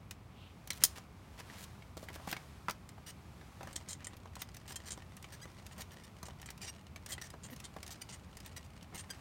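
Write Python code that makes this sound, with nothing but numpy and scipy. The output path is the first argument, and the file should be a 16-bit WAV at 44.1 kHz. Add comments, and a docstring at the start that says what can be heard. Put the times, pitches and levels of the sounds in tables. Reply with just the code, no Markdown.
"""Far traffic rumbles faintly in a yard; a few ticks and knocks, then a metal part snaps and rings.
Soles scuff gritty paving as someone steps up to a recumbent trike and settles into the seat.
Each impact excites damped modes, so the frame knocks and thumps and its loose parts tick.
Then the suspension is rocked, and stick-slip friction in its dry joints makes short creaks
(runs of uneven slips) and squeaks (slips that lock into a pitch)."""
import sys
import numpy as np
from scipy import signal
from scipy.io import wavfile
from scipy.ndimage import uniform_filter1d

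SR = 44100
rng = np.random.default_rng(int(sys.argv[2]) if len(sys.argv) > 2 else 0)


def store_wav(level_fs):
    """Save 16-bit WAV to argv[1]."""
    pcm = np.round(np.clip(np.atleast_2d(level_fs), -1, 1) * 32767)
    wavfile.write(sys.argv[1], SR, pcm.T.astype(np.int16))


N = 405940
BAND_LIMIT_HZ = 16200
HZ = np.fft.rfftfreq(2048, 1 / SR) + 1  # frequency axis of every spectrum


def amp(db):
    """Amplitude ratio of a level in decibels."""
    return 10 ** (np.asarray(db) / 20)


def unit_rms(x):
    """Normalisation to unit mean power."""
    return x / np.sqrt(np.mean(x ** 2) + 1e-20)


def seconds(length):
    """Uniform sampling times over a duration."""
    return np.arange(max(int(length * SR), 8)) / SR


def spectrum(points):
    """Spectral envelope in dB, interpolated over log frequency."""
    hz, db = np.transpose(points)
    return np.interp(np.log(HZ), np.log(hz), db)


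def resonances(modes):
    """Resonance curves: one Lorentzian peak in dB for each mode."""
    return sum(db / (1 + (2 * (HZ - hz) / width) ** 2) for hz, width, db in modes)


def colour(x, db):
    """Minimum-phase filtering: a causal body rings after a blow, never before."""
    log_gain = np.log(amp(np.maximum(db - db.max(), -90)))
    log_response = np.conj(signal.hilbert(np.r_[log_gain, log_gain[-2:0:-1]]))
    return signal.fftconvolve(x, np.fft.ifft(np.exp(log_response)).real)


def levelled(x, db, span):
    """Equivalent level: x gets the energy of a steady sound of db lasting span seconds."""
    return amp(db) * x * np.sqrt(span * SR / (np.sum(x ** 2) + 1e-20))


def add(mix, start, sound):
    """Superposition: a sound joins the mix at a time in seconds."""
    part = mix[max(round(start * SR), 0):][:len(sound)]
    part += sound[:len(part)]


def mode(hz, t60, t, phase_turns=0):
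    """Free vibration of a damped oscillator."""
    return np.exp(-np.log(1000) * t / t60) * np.sin(2 * np.pi * (hz * t + phase_turns))


def burst(t60, rise=.00028):
    """Modal overlap: many small modes merge into noise that spreads through a part and decays."""
    t = seconds(t60)
    return rng.standard_normal(len(t)) * (1 - np.exp(-t / rise)) * np.exp(-np.log(1000) * t / t60)


def grains(count, per_s, spread_db):
    """A Poisson process of tiny contacts, unequal in size."""
    occurs = rng.random(count) < per_s / SR
    size = np.minimum(rng.exponential(1, count), 4)
    return occurs * amp(spread_db * size) * rng.choice([-1, 1], count)


def contact_spot(count, low_hz=1700, high_hz=10000, width_hz=190, lift_db=5):
    """The point of excitation selects the modes: each contact favours a few notes of its own."""
    notes = low_hz * (high_hz / low_hz) ** rng.random(count)
    return resonances([(hz, width_hz, lift_db) for hz in notes])


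def flexing(half_width_s=.048):
    """Suspension motion, 0-1: a Gaussian push builds and eases around each creak."""
    t = np.arange(0, N / SR, .005)
    pushes = sum(np.exp(-((t - start - length / 2) / half_width_s) ** 2)
                 for start, length, *_ in SLIP_RUNS)
    return np.interp(np.arange(N) / SR, t, np.tanh(pushes))


# Spectra of far traffic and of the yard's air: (frequency [Hz], relative level [dB])
TRAFFIC_SPECTRUM = [(22, -39), (32, -15), (48, -15), (72, 2), (110, -4), (180, -8), (260, -15),
                    (400, -20.5), (900, -54)]
AIR_SPECTRUM = [(120, -31), (200, 0), (283, -13.5), (709, -8), (1210, -10.5), (1740, -19), (2290, -15.5),
                (3020, -21.5), (9750, -34), (16000, -36.5)]
def traffic_and_air(traffic_db=-54.5, air_db=-63):
    """Incoherent distant sources sum to stationary noise: a low rumble and a faint hiss."""
    rumble = unit_rms(colour(rng.standard_normal(N), spectrum(TRAFFIC_SPECTRUM))[:N])
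    air = unit_rms(colour(rng.standard_normal(N), spectrum(AIR_SPECTRUM))[:N])
    return amp(traffic_db) * rumble + amp(air_db) * air


# A faint, thin chirp: (time [s], duration [s], level [dB], centre frequency [Hz])
FAINT_CHIRPS = [(0.297, 0.28, -67.5, 3000)]
def chirps(half_width_octaves=.3):
    """Narrow-band noise has a vague pitch; here it swells and fades."""
    out = np.zeros(N)
    for start, length, db, hz in FAINT_CHIRPS:
        swell = np.hanning(len(seconds(length)))
        band = -20 * np.log10(1 + (np.log2(HZ / hz) / half_width_octaves) ** 2)
        add(out, start, levelled(colour(swell * rng.standard_normal(len(swell)), band), db, length))
    return out


# Movement of clothes and hands: (time [s], relative level [dB])
RUSTLE_ENVELOPE = [(0.0, -81), (0.72, -65), (0.86, -58), (1.0, -60.5), (1.08, -70.5), (1.55, -56),
                   (1.95, -67.5), (2.27, -55.5), (2.89, -68.5), (3.68, -60), (4.0, -73), (5.4, -63.5),
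                   (6.9, -71), (7.899, -64.5), (8.8, -71), (9.2, -60.5)]
# Spectrum of rubbing cloth: (frequency [Hz], relative level [dB])
CLOTH_SPECTRUM = [(150, -12.5), (400, -1.5), (1100, 3.5), (2200, -3.5), (5000, -7.5), (9000, -12),
                  (15500, -18.5)]
def rustle(gain_db=-2, flex_db=3):
    """Cloth friction is shot noise: dense tiny contacts whose level follows the movement."""
    movement_db = np.interp(np.arange(N) / SR, *np.transpose(RUSTLE_ENVELOPE))
    rubbing = colour(grains(N, per_s=9000, spread_db=1.5), spectrum(CLOTH_SPECTRUM))[:N]
    return amp(movement_db + gain_db + flex_db * flexing()) * unit_rms(rubbing)


# Soles and tyres on paving: (time [s], duration [s], relative level [dB], treble tilt [dB/octave])
SCUFF_STROKES = [(0.727, 0.064, -57, 1), (0.802, 0.035, -47.5, -2.5), (0.952, 0.034, -51.5, -2),
                 (1.374, 0.039, -51.5, -3.5), (1.466, 0.14, -59.5, -2.5), (1.565, 0.092, -54.5, 1),
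                 (1.978, 0.086, -61, 0.5), (2.125, 0.04, -53.5, 0), (2.266, 0.052, -48.5, -0.5),
                 (3.598, 0.114, -60, -8), (3.987, 0.052, -57.5, -6), (4.095, 0.059, -57.5, -6),
                 (5.764, 0.043, -51, -10), (8.917, 0.05, -52, -13.5)]
# Spectrum of crunching grit: (frequency [Hz], relative level [dB])
GRIT_SPECTRUM = [(150, 0.5), (400, -5.5), (1200, -8), (2000, -1), (4000, -5), (8000, -7.5), (15500, -13)]
def scuffs(gain_db=-1):
    """Granular friction: grit crunches under a stroke that presses harder and then lifts."""
    out = np.zeros(N)
    for start, length, db, tilt in SCUFF_STROKES:
        t = seconds(length)
        pressure = signal.windows.tukey(len(t), .4) * (.5 + t / length)
        grit = spectrum(GRIT_SPECTRUM) + tilt * np.log2(np.maximum(HZ, 1000))
        crunch = colour(pressure * grains(len(t), per_s=5000, spread_db=5), grit)
        add(out, start, levelled(crunch, db + gain_db, length))
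    return out


def cables_and_chain(start_s=3.6, level_db=-65, flex_db=4, db_per_octave=-3, t60=.018, parts=14):
    """Random impacts, harder on each push, excite the impulse responses of many small parts."""
    contacts = grains(N, per_s=40, spread_db=2.2) * (np.arange(N) > start_s * SR)
    contacts *= amp(flex_db * flexing())
    struck = rng.integers(0, parts, N)
    body = spectrum(JOINT_SPECTRUM) + .7 * resonances(BUSHING_MODES) + db_per_octave * np.log2(HZ)
    out = np.zeros(N)
    for part in range(parts):
        response = unit_rms(colour(burst(t60, rise=.001), body + contact_spot(count=4)))
        out += signal.oaconvolve(contacts * (struck == part), response)[:N]
    return amp(level_db) * unit_rms(out)


# The seat under load: (time [s], duration [s], level [dB], fundamental [Hz])
SEAT_GROANS = [(7.510, .04, -50, 250)]
def seat_groans(overtone_db=-9):
    """Periodic vibration of the loaded seat: a fundamental and its second harmonic."""
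    out = np.zeros(N)
    for start, length, db, hz in SEAT_GROANS:
        phase = 2 * np.pi * hz * seconds(length)
        tone = np.sin(phase) + amp(overtone_db) * np.sin(2 * phase)
        add(out, start, levelled(tone * np.hanning(len(tone)), db, length))
    return out


# Jolts to a bracket or the coil spring: (time [s], level [dB], frequency [Hz], t60 [s])
SPRING_PINGS = [(0.1099, -57, 2490, .06), (0.722, -49, 4080, .03), (4.418, -63, 5100, .3),
                (6.416, -62, 5100, .27)]
# Heavy knocks that shake the whole frame: (time [s], level [dB])
FRAME_THUMPS = [(2.028, -53), (2.275, -50), (2.325, -47), (2.684, -50), (7.765, -49.5)]
def pings_and_thumps(frame_hz=216, frame_t60=.028, span=.014):
    """A jolted part rings at its natural frequency: high for spring and brackets, low for the frame."""
    out = np.zeros(N)
    for start, db, hz, t60 in SPRING_PINGS:
        add(out, start, levelled(mode(hz, t60, seconds(t60)), db, span))
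    for start, db in FRAME_THUMPS:
        add(out, start, levelled(mode(frame_hz, frame_t60, seconds(frame_t60)), db, span))
    return out


# The sharpest edge of a contact: (frequency [Hz], relative level [dB])
FIZZ_SPECTRUM = [(7000, -19.5), (11000, -5.5), (13000, -2), (15000, 0.5), (16300, -5.5)]
def fizz(db, t60=.018, span=.0029):
    """The briefest contacts reach the highest frequencies: grit spits in the top octave."""
    return levelled(colour(burst(t60), spectrum(FIZZ_SPECTRUM)), db, span)


# Spectrum of a hard contact: (frequency [Hz], relative level [dB])
TICK_SPECTRUM = [(1200, -24.5), (2500, -7.5), (4000, -4), (6000, 0.5), (8800, -2), (11000, -2), (15000, -9)]
def tick(db_per_octave, t60=.024, coupling=.36):
    """Mechanical coupling: a bright contact also stirs the modes of the bushing."""
    contact = spectrum(TICK_SPECTRUM) + db_per_octave * np.log2(np.maximum(HZ, 3000))
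    bushing = coupling * resonances(BUSHING_MODES)
    return colour(burst(t60, rise=.0007), contact + bushing + contact_spot(count=4))


def hollow_blow(hz, t60=.036, hollow_db=4):
    """A broad resonance, falling away on both sides, centres a dull blow on one note."""
    treble_loss_db = 7.5 * np.log2(1 + (HZ / hz / 2.14) ** 3)
    bass_loss_db = 2 * np.log2(1 + (.13 * hz / HZ) ** 2)
    body = resonances([(hz, hz / 2, hollow_db)]) - treble_loss_db - bass_loss_db
    return colour(burst(t60, rise=.00073), body)


# Impacts of small loose parts: (time [s], tick level [dB], fizz level [dB])
LOOSE_IMPACTS = [(0.1093, -33, -49), (0.674, -38, -49), (0.7313, -38.5, -49), (1.6384, -43, -58),
                 (1.9752, -40, -61), (2.3133, -31, -41), (2.708, -31, -43), (2.8898, -41.5, -67),
                 (4.1676, -47.5, -58), (4.3538, -38, -61), (4.5448, -42, -58), (4.567, -40, -52),
                 (4.721, -36.5, -56), (5.1672, -42, -55), (5.2256, -42.5, -63), (5.6649, -39.5, -59),
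                 (5.818, -35, -53), (6.4158, -41.5, -59), (6.5033, -35.5, -52), (6.577, -45, -67),
                 (7.061, -34.5, -54), (7.3026, -40.5, -69), (7.5619, -41.5, -63), (7.6006, -39, -61),
                 (7.8293, -35.5, -54), (7.864, -38.5, -61), (7.8774, -38, -61), (8.3694, -38.5, -60),
                 (8.4022, -41.5, -67), (8.4612, -40, -50), (8.8272, -44.5, -74)]
def loose_parts(body_hz=1900, body_db=-6, span=.00045):
    """A light impact gives a bright tick and the weak, high resonance of a small body."""
    out = np.zeros(N)
    for start, db, fizz_db in LOOSE_IMPACTS:
        add(out, start, levelled(tick(db_per_octave=-4), db, span))
        add(out, start, levelled(hollow_blow(body_hz), db + body_db, span))
        add(out, start, fizz(fizz_db))
    return out


# The frame takes weight: (time [s], blow level [dB], note [Hz], tick level [dB], fizz level [dB])
FRAME_IMPACTS = [(0.704, -31, 2160, -30.5, -48), (0.982, -41.5, 1105, -48, -61),
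                 (1.399, -43, 800, -48.5, -61.5), (1.499, -43, 1900, -62, -72),
                 (1.822, -48, 2200, -67, -78), (1.969, -35, 600, -49, -60), (2.028, -37, 650, -55, -68),
                 (2.086, -37, 1940, -54, -58), (2.101, -40.5, 850, -58, -65), (2.158, -37, 940, -51, -54),
                 (2.198, -41, 650, -68, -75), (2.274, -30.5, 850, -54, -59),
                 (2.3273, -25.5, 1640, -40, -43), (2.366, -36, 2230, -47, -60),
                 (2.6835, -23, 1330, -45, -57), (2.696, -31, 1400, -39, -49),
                 (2.98, -43, 850, -67.5, -80.5), (3.412, -46, 1660, -66, -77.5),
                 (3.608, -36, 970, -58, -76), (3.63, -36.5, 770, -49, -62), (3.672, -35.5, 800, -52.5, -64),
                 (4.256, -41, 950, -60, -77), (4.366, -39, 1010, -54, -69), (4.4185, -36.5, 2090, -39, -39),
                 (4.707, -41.5, 1700, -57, -66), (4.975, -37.5, 650, -53, -68),
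                 (5.243, -40, 2300, -54, -69.5), (5.454, -40, 960, -57, -73.5),
                 (6.229, -38, 1153, -44, -56), (6.283, -39, 697, -53, -65), (6.488, -40, 1960, -58, -68),
                 (6.96, -41.5, 2300, -47, -62), (7.18, -38, 1940, -58, -74), (7.338, -38, 652, -72, -79),
                 (7.764, -32, 760, -53.5, -63.5)]
def frame_knocks(span=.00072, tick_span=.0024, note_t60=.024, note_db=-3, note_db_per_octave=7):
    """Impact excitation: the frame resonates under each contact, more clearly the higher its note."""
    out = np.zeros(N)
    for start, db, hz, tick_db, fizz_db in FRAME_IMPACTS:
        ring_db = note_db + note_db_per_octave * np.log2(hz / 1800)
        add(out, start, levelled(hollow_blow(hz), db, span))
        add(out, start, levelled(mode(hz, note_t60, seconds(note_t60)), db + ring_db, span))
        add(out, start, levelled(tick(db_per_octave=-5), tick_db, tick_span))
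        add(out, start, fizz(fizz_db))
    return out


# Metal strikes metal and rebounds: (time [s], crack level [dB], crack t60 [s])
SNAP_CONTACTS = [(0.8375, -20.5, 0.0077), (0.8403, -26.5, 0.026), (0.8444, -35.5, 0.032),
                 (0.85, -31.5, 0.025)]
# Modes of the steel part: (frequency [Hz], relative level [dB], t60 when free [s])
STEEL_MODES = [(1331, -19, .07), (2720, -17, .06), (3192, -17, .05), (4922, -5, .07), (5310, -3, .06),
               (5570, 1, .05), (6258, 1, .055), (6598, -7, .05), (6750, -5, .05), (7150, -7, .045),
               (7900, -4, .045), (8408, -7, .05), (8657, -3, .05), (9185, -6, .045), (9320, -6, .045),
               (11326, -3, .04), (15230, -4, .04)]
# Contact noise of the snap: (frequency [Hz], relative level [dB])
CRACK_SPECTRUM = [(250, -17), (600, -18.5), (1100, -18.5), (2400, -15), (3300, -8.5), (4400, -4.5),
                  (5600, -3.5), (8500, -1.5), (13000, -5), (15300, -3), (16300, -10.5)]
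def metal_snap(ring_db=-3, t60_ratio=.5, span=.009):
    """Each impact cracks and rings the steel; contact damping by adjoining parts shortens the ring."""
    out = np.zeros(N)
    ring = sum(amp(db) * mode(hz, t60 * t60_ratio, seconds(.15), rng.random())
               for hz, db, t60 in STEEL_MODES)
    for start, db, t60 in SNAP_CONTACTS:
        crack = colour(burst(t60, rise=.0001), spectrum(CRACK_SPECTRUM))
        add(out, start, levelled(ring, db + ring_db, span))
        add(out, start, levelled(crack, db, span))
    return out


# Slips fast enough to sing:
# (time [s], duration [s], level [dB], pitch [Hz], glide [octaves], roughness [0-1])
SINGING_SLIPS = [(3.062, 0.051, -51.5, 2940, 0.073, 0.9), (4.689, 0.025, -59, 2900, 0.037, 0.5),
                 (5.415, 0.021, -54.5, 1634, 0.12, 0.04), (5.428, .018, -55, 1985, 0.048, 0),
                 (6.035, .022, -58.5, 1804, 0.073, 0.5), (6.614, 0.024, -51, 2400, -0.082, 0.32),
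                 (6.676, .028, -49.5, 2810, 0.056, 0.37), (7.214, 0.013, -45, 1932, -0.13, 0.7),
                 (8.0157, 0.007, -45.5, 2990, 0.04, 0.34), (8.019, .007, -46, 2375, -0.14, 0.2),
                 (8.138, 0.015, -57.5, 2943, -0.017, 0), (8.563, 0.02, -48, 1940, -0.022, 0.6),
                 (9.102, 0.013, -43, 1603, -0.084, 0.25)]
def squeaks(waver=.018, rough_fizz_db=5):
    """Self-excited oscillation: periodic slips drive the bushing with a gliding harmonic series."""
    out = np.zeros(N)
    for start, length, db, hz, glide, rough in SINGING_SLIPS:
        t = seconds(length)
        drift, rasp = rng.standard_normal((2, len(t)))
        wobble = 1 + waver * np.sqrt(rough) * unit_rms(uniform_filter1d(drift, size=40))
        pitch = hz * 2 ** (glide * (t / length - .5)) * wobble
        turns = np.cumsum(pitch) / SR
        harmonics = sum(np.cos(2 * np.pi * (k * turns + rng.random()))
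                        for k in range(1, int(BAND_LIMIT_HZ / hz) + 1))
        drive = np.sqrt(1 - rough) * unit_rms(harmonics) + np.sqrt(rough) * rasp
        drive *= signal.windows.tukey(len(t), .15)
        top_octave = spectrum([(8800, 0), (13000, rough_fizz_db * rough)])
        body = spectrum(JOINT_SPECTRUM) + resonances(BUSHING_MODES) + top_octave
        add(out, start, levelled(colour(drive, body), db, length))
    return out


def slip_train(length, per_s, swell_db, jitter=.08, glide_octaves=.4, uneven_db=3, t60=.02, alike=.5):
    """Relaxation oscillation: a joint sticks and slips unevenly, its slips ringing partly alike."""
    timing, sizes = rng.standard_normal((2, 64))
    progress = np.minimum(np.arange(1, len(timing)) / (per_s * length), 1)
    glide = 2 ** (glide_octaves * timing[0] * (progress - .5))  # the run speeds up or slows down
    gaps = np.exp(jitter * timing[1:]) / (per_s * glide)
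    onsets = np.r_[0, np.cumsum(gaps)]
    slips = np.zeros(len(seconds(length + t60)))
    common_ring = burst(t60)
    for onset, size in zip(onsets[onsets < length], sizes):
        ring = np.sqrt(alike) * common_ring + np.sqrt(1 - alike) * burst(t60)
        add(slips, onset, amp(swell_db * onset / length + uneven_db * size) * ring)
    return slips


# Broad spectrum of the dry joints: (frequency [Hz], relative level [dB])
JOINT_SPECTRUM = [(300, 1), (1000, 2), (2000, 1.5), (5000, 3), (8800, 0), (10000, -5), (13000, -10),
                  (15500, -13)]
# Resonances of the pivot and of the bushing: (frequency [Hz], width [Hz], gain [dB])
PIVOT_MODES = [(3146, 170, 11.5), (4100, 200, 7), (6250, 160, 6.5), (7200, 1100, 15), (8200, 180, 8),
               (8800, 600, 14.5), (11160, 750, 8.5), (12900, 380, -7)]
BUSHING_MODES = [(1900, 510, 5.6), (2900, 140, 4.7), (4820, 180, 5.2), (5760, 280, 6.2), (6640, 240, 2.5),
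                 (8700, 320, 9.8), (14700, 460, 7.9)]
# A joint lets go: (time [s], duration [s], level [dB], pivot share [0-1], relative fizz [dB])
SLIP_RUNS = [(3.729, 0.005, -50, .8, 9), (3.758, 0.011, -38, 0.95, 5), (3.887, .054, -45.5, 0.97, 2),
             (4.045, .004, -42.5, 0.84, -3), (4.069, .004, -39, 1, 3), (4.392, 0.033, -53.5, 0.42, 1),
             (4.678, .053, -53, 0.37, 7), (4.758, .008, -40, 1, 5), (4.856, 0.039, -50.5, 0.2, 2),
             (4.906, .036, -44.5, .77, -1), (5.321, 0.032, -54, .12, 7), (5.717, .015, -57.5, .2, 2),
             (5.78, 0.041, -50, 0.24, 9), (5.916, 0.028, -58.5, .05, 7), (6.254, .018, -53, 0.57, 2),
             (6.459, .01, -50, .86, 4), (6.616, 0.041, -49.5, 0.24, -2), (6.663, 0.0337, -50, 0, -8),
             (7.089, 0.027, -48, 0.52, 11), (7.118, .022, -41.5, .67, 7), (7.231, 0.039, -53.5, 0.07, 1),
             (7.434, 0.037, -53, 1, 0), (7.505, 0.037, -57, .05, 20), (7.641, 0.02, -48.5, .66, -2),
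             (7.906, 0.031, -50, .3, 8), (8.091, 0.023, -52.5, 0.23, -4), (8.124, .027, -51.5, 0.6, -10),
             (8.446, .034, -58, .05, -7), (8.641, .022, -63, 0.23, 4), (8.946, .022, -48.5, 0.29, 8),
             (8.977, 0.033, -48, 0.55, 0)]
def creaks(pivot_per_s=250, bushing_per_s=480, pivot_swell_db=-6.5, bushing_swell_db=.5):
    """Stick-slip friction: the pivot slips slowly and dies away; the bushing slips fast and holds on."""
    out = np.zeros(N)
    for start, length, db, share, fizz_db in SLIP_RUNS:
        per_s = share * pivot_per_s + (1 - share) * bushing_per_s
        swell_db = share * pivot_swell_db + (1 - share) * bushing_swell_db
        slips = slip_train(length, per_s, swell_db)
        modes = share * resonances(PIVOT_MODES) + (1 - share) * resonances(BUSHING_MODES)
        top_octave = spectrum([(8800, .17), (9800, -.68), (12000, fizz_db + 1.5)])
        body = spectrum(JOINT_SPECTRUM) + modes + top_octave + contact_spot(count=7)
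        add(out, start, levelled(colour(slips, body), db, length))
    return out


def yard_reflections(direct, near_db=-12, near_t60=.066, far_db=-25, far_t60=.2):
    """Early reflections from paving and frame, and a faint, duller tail, join the direct sound."""
    out = direct.copy()
    for delay, db, t60, treble_loss_db in [(.004, near_db, near_t60, 5), (.018, far_db, far_t60, 13)]:
        echo = colour(burst(t60), -treble_loss_db * HZ / BAND_LIMIT_HZ)
        add(out, delay, amp(db) * signal.oaconvolve(direct, echo / np.linalg.norm(echo)))
    return out


def scene():
    """Superposition of the near sources, their reflections and the background."""
    impacts = metal_snap() + frame_knocks() + loose_parts() + pings_and_thumps()
    friction = creaks() + squeaks() + scuffs() + seat_groans()
    near = impacts + friction + chirps() + cables_and_chain()
    return (yard_reflections(near) + traffic_and_air() + rustle())[None]


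def record(dry, low_hz=32, ceiling=.62):
    """The microphone as a transducer: bass roll-off, soft saturation and a limited bandwidth."""
    thinned = signal.sosfilt(signal.butter(2, low_hz, "highpass", fs=SR, output="sos"), dry)
    rounded = ceiling * np.tanh(thinned / ceiling)
    lowpass = signal.firwin(255, BAND_LIMIT_HZ, window=("kaiser", 8), fs=SR)
    return signal.oaconvolve(rounded, lowpass[None], "same")


dry = scene()
out = record(dry)
store_wav(out)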